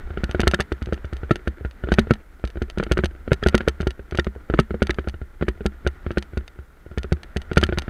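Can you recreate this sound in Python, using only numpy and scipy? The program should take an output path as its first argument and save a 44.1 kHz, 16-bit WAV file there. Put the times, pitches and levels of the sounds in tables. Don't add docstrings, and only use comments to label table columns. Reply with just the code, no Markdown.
import sys
import numpy as np
from scipy import signal
from scipy.fft import rfft, irfft, next_fast_len
from scipy.io import wavfile

SR = 44100
rng = np.random.default_rng(int(sys.argv[2]) if len(sys.argv) > 2 else 0)


def log_audio(samples):
    frames = np.atleast_2d(samples).T
    limited = np.clip(frames, -1, 1)
    pcm = np.round(limited * 32767).astype(np.int16)
    wavfile.write(sys.argv[1], SR, pcm)


N = 347949

# t/s, then level/dB of arm, frame, bracket and case
JOLTS = [(0.1048, -25.5, -49, -36.5, -41.5), (0.1734, -28, -27.5, -25.5, -32.5),
         (0.2356, -18, -23, -31.5, -31.5), (0.2936, -24.5, -36, -37, -38.5),
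         (0.3468, -20.5, -29.5, -19.5, -29), (0.3961, -18, -18, -23.5, -26.5),
         (0.4335, -17.5, -28, -22.5, -27), (0.4715, -11.5, -21, -14.5, -20.5),
         (0.5363, -23, -19, -19.5, -22), (0.5903, -46, -32, -29, -39), (0.5985, -23.5, -25, -24.5, -25),
         (0.7191, -20, -29, -20.5, -31), (0.8197, -21, -31, -40, -40), (0.8715, -26, -37, -35, -46),
         (0.888, -26.5, -46, -33, -46), (0.925, -19, -24, -21, -31.5), (1.0455, -23, -59, -37, -41.5),
         (1.1279, -21.5, -39, -32.5, -40), (1.2327, -23.5, -37, -34.5, -40.5),
         (1.309, -25, -11, -15, -19.5), (1.3576, -49, -42, -33, -40), (1.4743, -16.5, -25, -24, -29),
         (1.6096, -28.5, -50, -37.5, -53.5), (1.649, -19.5, -35, -32, -34.5), (1.838, -20, -32.5, -29, -35),
         (1.8719, -43, -41, -31, -42), (1.8871, -38, -33, -26, -35.5), (1.919, -12.5, -13.5, -15.5, -20.5),
         (1.9854, -19, -9.5, -12.5, -16.5), (2.071, -28, -42, -33, -45), (2.108, -18.5, -9, -13, -19),
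         (2.4398, -18.5, -28, -29.5, -36), (2.5565, -31, -41, -32.5, -46), (2.5714, -35, -33, -34.5, -43),
         (2.618, -20, -24, -25.5, -34.5), (2.775, -22.5, -22.5, -27.5, -36), (2.799, -38, -21, -21, -27),
         (2.8279, -30, -35, -27.5, -33), (2.866, -32, -34, -32, -39), (2.914, -14, -20.5, -18, -25),
         (2.9724, -41, -26, -19.5, -26), (2.989, -19, -20, -20.5, -27.5),
         (3.0373, -16, -21.5, -19.5, -26.5), (3.2776, -27, -32, -27.5, -37.5),
         (3.3176, -17, -11.5, -13, -20.5), (3.4276, -25, -27, -24.5, -31), (3.4623, -10.5, -15.5, -13, -21),
         (3.5452, -15, -12.5, -11.5, -17.5), (3.6063, -28, -28.5, -30, -28.5),
         (3.6773, -17, -20.5, -14, -23.5), (3.8036, -20, -24, -29, -32.5), (3.8292, -22, -47, -33, -40),
         (3.8693, -15.5, -23, -20, -30), (3.9938, -31.5, -40.5, -35, -48), (4.1232, -23, -34, -30, -37),
         (4.148, -24, -32, -30, -35), (4.1871, -17.5, -21.5, -17.5, -22.5),
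         (4.2682, -19.5, -24.5, -25.5, -34), (4.3613, -30.5, -43, -37, -54), (4.4995, -19.5, -24, -25, -32),
         (4.5386, -17.5, -22, -17, -25.5), (4.5897, -16.5, -10.5, -13.5, -16),
         (4.707, -22.5, -27.5, -25, -36.5), (4.7427, -24, -26, -23.5, -40.5), (4.82, -15.5, -14, -17, -23),
         (4.8948, -19.5, -27, -19.5, -26.5), (4.9858, -22, -26.5, -23, -28.5),
         (5.0738, -19, -29.5, -27, -35), (5.141, -29, -47, -40, -43), (5.2158, -24.5, -39, -38.5, -44),
         (5.4116, -23, -27, -33, -36.5), (5.425, -51, -20, -19.5, -31), (5.4827, -17, -26, -18.5, -27),
         (5.607, -31, -33, -32, -44.5), (5.6564, -18, -19, -19.5, -33.5), (5.849, -28, -44, -38, -53),
         (5.8654, -16, -26, -18.5, -24), (6.0647, -21.5, -27.5, -28.5, -36.5),
         (6.1065, -44, -26, -26, -34.5), (6.1726, -20.5, -20.5, -19, -25.5),
         (6.334, -28.5, -52, -39, -51.5), (6.372, -17.5, -29.5, -28, -36), (6.589, -29.5, -59, -43, -49),
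         (6.8634, -36, -47, -41.5, -55), (6.914, -31, -49, -42, -49), (6.9758, -18, -27.5, -28.5, -34.5),
         (7.044, -27, -35, -31, -39.5), (7.1209, -14, -17.5, -22.5, -32.5),
         (7.3627, -20, -24.5, -26.5, -34.5), (7.5145, -25, -26, -25, -32), (7.5714, -12, -9, -12.5, -14),
         (7.629, -16, -19.5, -16.5, -22.5), (7.69, -20.5, -25.5, -24, -33.5),
         (7.7249, -20, -30, -21.5, -29), (7.7749, -18.5, -26.5, -28.5, -30),
         (7.8805, -22.5, -29, -34, -37.5)]


def jolts(graze_s=0.012, graze_db=-25.5, jog_db=-11.5, landing_s=0.0067, landing_db=-17.5):
    out = np.zeros(N)
    for s, arm_db, frame_db, bracket_db, case_db in JOLTS:
        graze = contact(chatter=2.5, chatter_s=0.0015, soft_hz=2400, order=3)
        grazes_at = s - graze_s * rng.uniform(0.7, 1.3)
        for modes, db in (BRACKET_MODES, bracket_db), (CASE_MODES, case_db):
            add(out, grazes_at, from_db(db + graze_db) * strike(modes, graze, detune=0.032))
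        add(out, s, blow(arm_db, frame_db, bracket_db, case_db))
        jog = clack(chatter=7.5, chatter_s=0.0011, soft_hz=3500)
        add(out, s, from_db(case_db + jog_db) * jog)
        lands_at = s + landing_s * rng.uniform(0.85, 1.3)
        landing = clack(chatter=0.41, chatter_s=0.004, soft_hz=4230)
        add(out, lands_at, from_db(case_db + landing_db) * landing)
    return out


# f/Hz, relative level/dB, T60/s
ARM_MODES = [(48, -23, 0.21), (66.6, 16, 0.14), (83, -10, 0.26)]
FRAME_MODES = [(110, 0.5, 0.041), (151.7, 6, 0.03), (180, 0.5, 0.068), (206.6, -1.5, 0.14)]
BRACKET_MODES = [(330, -4.5, 0.042), (362, -4, 0.065), (419.4, -10, 0.052)]
CLAMP_MODES = [(548, 11.5, 0.032), (611, -1.5, 0.029), (700, -10.5, 0.034)]
CASE_MODES = [(1300, -8, 0.03), (1388, 7, 0.067), (1433, 22, 0.012), (1720, 0, 0.0055), (2130, -4, 0.022),
              (2180, 3, 0.024), (2930, 1.5, 0.014)]


def blow(arm_db, frame_db, bracket_db, case_db, bounce_s=0.00762, bounce_above_db=-18.5):
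    arm_force = contact(chatter=0.024, chatter_s=0.0038, soft_hz=338, order=2)
    arm = strike(ARM_MODES, arm_force, detune=0.073)
    frame_force = contact(chatter=0.71, chatter_s=0.002, soft_hz=490, order=3)
    frame = strike(FRAME_MODES, frame_force, detune=0.04)
    bracket_force = contact(chatter=0.46, chatter_s=0.0017, soft_hz=546, order=3)
    bracket = strike(BRACKET_MODES, bracket_force, detune=0.046)
    clamp_force = contact(chatter=0.54, chatter_s=0.00066, soft_hz=828, order=4)
    clamp = strike(CLAMP_MODES, clamp_force, detune=0.062)
    case_force = contact(chatter=0.81, chatter_s=0.0015, soft_hz=2380, order=3)
    case = strike(CASE_MODES, high_pass(case_force, 580, order=3), detune=0.04)
    bounce_gain = np.clip((frame_db - bounce_above_db) / 20, 0, 0.5)
    knock = -from_db(frame_db + 1) * frame / np.hypot(1, bounce_gain)
    out = np.zeros(SR // 3)
    add(out, 0, knock)
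    add(out, bounce_s * (1 + 0.11 * rng.standard_normal()), bounce_gain * knock)
    add(out, 0, -from_db(arm_db + 0.92) * arm)
    add(out, 0, -from_db(bracket_db - 0.04) * bracket)
    add(out, 0, -from_db(case_db - 4) * clamp)
    add(out, 0, from_db(case_db + 0.4) * case)
    return out


# t/s, level/dB
CLICKS = [(0.241, -37), (0.3122, -40), (0.4043, -30.5), (0.4155, -35.5), (0.4774, -24), (0.5134, -36),
          (0.5448, -31.5), (0.6049, -31.5), (0.61, -33.5), (0.622, -48), (0.7237, -45), (0.8258, -49),
          (0.8593, -49), (0.9328, -45), (0.9426, -48), (1.0533, -55), (1.1332, -49.5), (1.1681, -50.5),
          (1.3128, -38.5), (1.3576, -39.5), (1.4783, -44.5), (1.7112, -54.5), (1.9231, -38), (1.94, -35),
          (1.993, -31), (2.1088, -35), (2.1372, -41), (2.452, -46.5), (2.4753, -48), (2.5025, -53),
          (2.622, -44), (2.7002, -43), (2.7847, -41), (2.8369, -40), (2.9202, -29), (2.9358, -49),
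          (2.979, -41), (3.0446, -36.5), (3.0577, -35), (3.3319, -33), (3.4713, -34), (3.4861, -30.5),
          (3.5518, -29), (3.5796, -34.5), (3.6843, -30), (3.81, -44), (3.8177, -45), (3.873, -37.5),
          (3.9068, -43), (4.111, -48), (4.153, -47), (4.1747, -37.5), (4.197, -41), (4.2454, -46.5),
          (4.5996, -32.5), (4.8268, -35.5), (4.8701, -40), (4.9052, -38.5), (4.9447, -51), (5.086, -43),
          (5.096, -48), (5.4864, -40), (5.6629, -33), (5.874, -34.5), (6.116, -51.5), (6.1831, -37.5),
          (6.2255, -43.5), (6.376, -45), (6.4791, -47.5), (6.9829, -39.5), (7.0326, -43.5), (7.1262, -37),
          (7.233, -45), (7.3695, -35.5), (7.4178, -47.5), (7.533, -44.5), (7.5612, -45), (7.578, -28),
          (7.6141, -39), (7.6369, -32.5), (7.667, -47), (7.7858, -29.5), (7.8208, -45)]
# f/Hz, relative level/dB, T60/s
EDGE_MODES = [(6240, 0.5, 0.02), (6260, 11, 0.0032), (7680, -5.5, 0.016), (8450, 8, 0.0018),
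              (9200, 5.5, 0.001), (11060, -16, 0.0012), (11350, -18.5, 0.0047)]


def clicks(hard_above_db=-40, rebound_s=0.005, rebound_db=-14):
    out = np.zeros(N)
    for s, db in CLICKS:
        hardness_db = max(0, db - hard_above_db)
        force = contact(chatter=0.5, chatter_s=0.00073, soft_hz=14800, order=2)
        body = from_db(db + 5) * clack(chatter=0.5, chatter_s=0.0013, soft_hz=4500)
        edge = strike(EDGE_MODES, low_pass(force, 11850, order=12), detune=0.015)
        edge *= from_db(db - 9.5 + 0.22 * hardness_db)
        top_octave = high_pass(force, 11200, order=4)
        top_octave *= 7 * from_db(db - 26.5 + 0.9 * hardness_db) / np.linalg.norm(top_octave)
        rebounds_at = s + rebound_s * rng.uniform(0.6, 1.9)
        for part in body, edge, top_octave:
            add(out, s, part)
            add(out, rebounds_at, from_db(rebound_db) * part)
    return out


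# f/Hz, relative level/dB, T60/s
CLACK_MODES = [(344, -18.5, 0.0034), (670, 10.5, 0.0053), (1365, -8, 0.077), (1797, 5, 0.012),
               (2250, 11, 0.0024), (2860, 10.5, 0.0043), (3400, -45, 0.00097), (3680, -3, 0.017),
               (4400, 6, 0.0052), (4620, -8, 0.0047)]


def clack(chatter, chatter_s, soft_hz):
    force = contact(chatter, chatter_s, soft_hz=14800, order=2, uneven=1)
    return strike(CLACK_MODES, low_pass(force, soft_hz, order=7), detune=0.034)


# t/s, level/dB, slip rate f/Hz
SKIDS = [(0.542, -18, 1658), (.605, -24.5, 1680), (3.435, -25, 1720), (4.194, -21, 1767),
         (4.905, -22.5, 2074), (7.635, -17, 1695)]


def skids(length_s=0.0046, jitter=0.07):
    out = np.zeros(N)
    for s, db, slip_hz in SKIDS:
        slip_times = np.cumsum(np.abs(1 + jitter * rng.standard_normal(30))) / slip_hz
        slips = np.zeros(SR // 30)
        for when in slip_times[slip_times < length_s]:
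            add(slips, when, [0.44 + when / length_s])
        force = high_pass(low_pass(slips, 2600), 1160)
        add(out, s, from_db(db - 0.8) * strike(CLACK_MODES, force, detune=0.036))
    return out


# f/Hz, relative level/dB
SCRAPE_SPECTRUM = [(200, -36), (400, -35), (650, -12), (1000, 17), (1400, -34), (1750, 26), (2300, 8),
                   (3000, 5), (4400, -4), (5500, -30), (6200, -5), (7200, -10), (11500, -15), (15000, -32)]


def scrape(rise_s=0.0028, fade_s=0.019):
    t = np.arange(SR // 5) / SR - 0.02
    shiver = np.exp(-np.maximum(t / fade_s, -t / rise_s))
    envelope = np.zeros(N)
    for s, *_, case_db in JOLTS:
        add(envelope, s + t[0], from_db(0.86 * case_db - 20) * shiver)
    grains = rng.standard_normal(N) * from_db(6 * drift(rate_hz=300))
    return envelope * coloured(grains, SCRAPE_SPECTRUM)


# t/s, rumble level/dB, tread crunch level/dB
ROLLING = [(0.0, -34, -48.5), (0.44, -41, -45), (0.68, -54, -51), (1.21, -37, -49.5), (1.69, -50, -54),
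           (1.98, -31.5, -46.5), (2.28, -48.5, -56), (2.88, -33.5, -52), (3.23, -41.5, -54),
           (3.52, -38, -46), (3.95, -45.5, -55), (4.99, -46, -52), (5.23, -42, -56.5), (5.89, -42, -52.5),
           (6.07, -44, -50.5), (6.68, -49, -57), (7.74, -36, -48), (7.89, -42, -47)]


def rolling():
    times, *levels = np.transpose(ROLLING)
    rumble_db, tread_db = [np.interp(np.arange(N) / SR, times, db) for db in levels]
    return pebbles(tread_db) + tyres(rumble_db, tread_db)


def pebbles(tread_db, count=85, spread_db=9):
    out = np.zeros(N)
    for position, size in rng.random((count, 2)):
        s = position * N / SR
        gain = from_db(tread_db[int(position * N)] + spread_db * size)
        force = contact(chatter=3.4, chatter_s=0.0013, soft_hz=2660, order=3)
        add(out, s, gain * strike(BRACKET_MODES, force, detune=0.01))
        add(out, s, gain * from_db(-7.5) * strike(CASE_MODES, force, detune=0.014))
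    return out


# f/Hz, relative level/dB
RUMBLE_SPECTRUM = [(15, 5), (30, 1), (50, -4.5), (66, -1), (100, -23), (200, -38), (280, -59), (360, -41),
                   (500, -42.5), (900, -39.5)]
TREAD_SPECTRUM = [(150, 11), (350, 9.5), (600, 2.5), (1000, -1.5), (1200, 1.5), (1400, 9), (1650, 1.5),
                  (2000, 1), (2600, -10.5), (3600, -13), (5000, -22), (9000, -31.5)]


def tyres(rumble_db, tread_db):
    rumble = coloured(rng.standard_normal(N), RUMBLE_SPECTRUM)
    rumble *= from_db(rumble_db + 5 + 0.7 * drift(rate_hz=32))
    grit = rng.standard_normal(N) * from_db(2.6 * rng.standard_normal(N) + 1.1 * drift(rate_hz=79))
    crunch = coloured(grit, TREAD_SPECTRUM) * from_db(tread_db + 1.5)
    return rumble + crunch


def contact(chatter, chatter_s, soft_hz, order, uneven=3):
    age = np.arange(SR // 30) / SR / chatter_s
    rebounds = rng.standard_normal(len(age)) ** uneven * age * np.exp(-age)
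    force = chatter * rebounds / np.linalg.norm(rebounds)
    force[0] += 1
    return low_pass(force, soft_hz, order)


def strike(modes, force, detune, scatter_db=2.2):
    hz, db, t60 = np.transpose(modes)[:, :, None]
    t = np.arange(int(t60.max() * SR) + SR // 100) / SR
    shift, strength = rng.standard_normal((2, len(modes), 1))
    decays = from_db(db + scatter_db * strength - 60 * t / t60)
    rings = decays * np.cos(2 * np.pi * hz * (1 + detune * shift) * t)
    sound = signal.fftconvolve(rings.sum(0), force)
    return sound / np.sqrt(np.sum(sound ** 2) / (SR // 100))


def coloured(x, spectrum):
    hz, db = np.transpose(spectrum)
    size = next_fast_len(N)
    bin_hz = np.arange(size // 2 + 1) * SR / size
    gain = from_db(np.interp(np.log(bin_hz + 1), np.log(hz), db, right=-120))
    shaped = irfft(rfft(x, size) * gain, size)[:N]
    return shaped / np.std(shaped)


def drift(rate_hz):
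    knots = rng.standard_normal(4000)
    return np.interp(np.arange(N) / SR * rate_hz, np.arange(len(knots)), knots)


def add(out, s, sound):
    i = max(0, round(s * SR))
    out[i:i + len(sound)] += sound[:max(0, len(out) - i)]


def from_db(db):
    return 10 ** (np.asarray(db) / 20)


def low_pass(x, hz, order=2):
    return signal.sosfilt(signal.butter(order, hz, fs=SR, output="sos"), x)


def high_pass(x, hz, order=2):
    return signal.sosfilt(signal.butter(order, hz, "high", fs=SR, output="sos"), x)


def scene():
    return (jolts() + scrape() + clicks() + skids() + rolling())[None]


def record(dry, hiss_db=-68.5):
    wet = high_pass(dry, 23) + from_db(hiss_db) * rng.standard_normal(dry.shape)
    saturated = wet / (1 + wet ** 8) ** (1 / 8)
    return low_pass(saturated, 15400, order=18)


dry = scene()
out = record(dry)
log_audio(out)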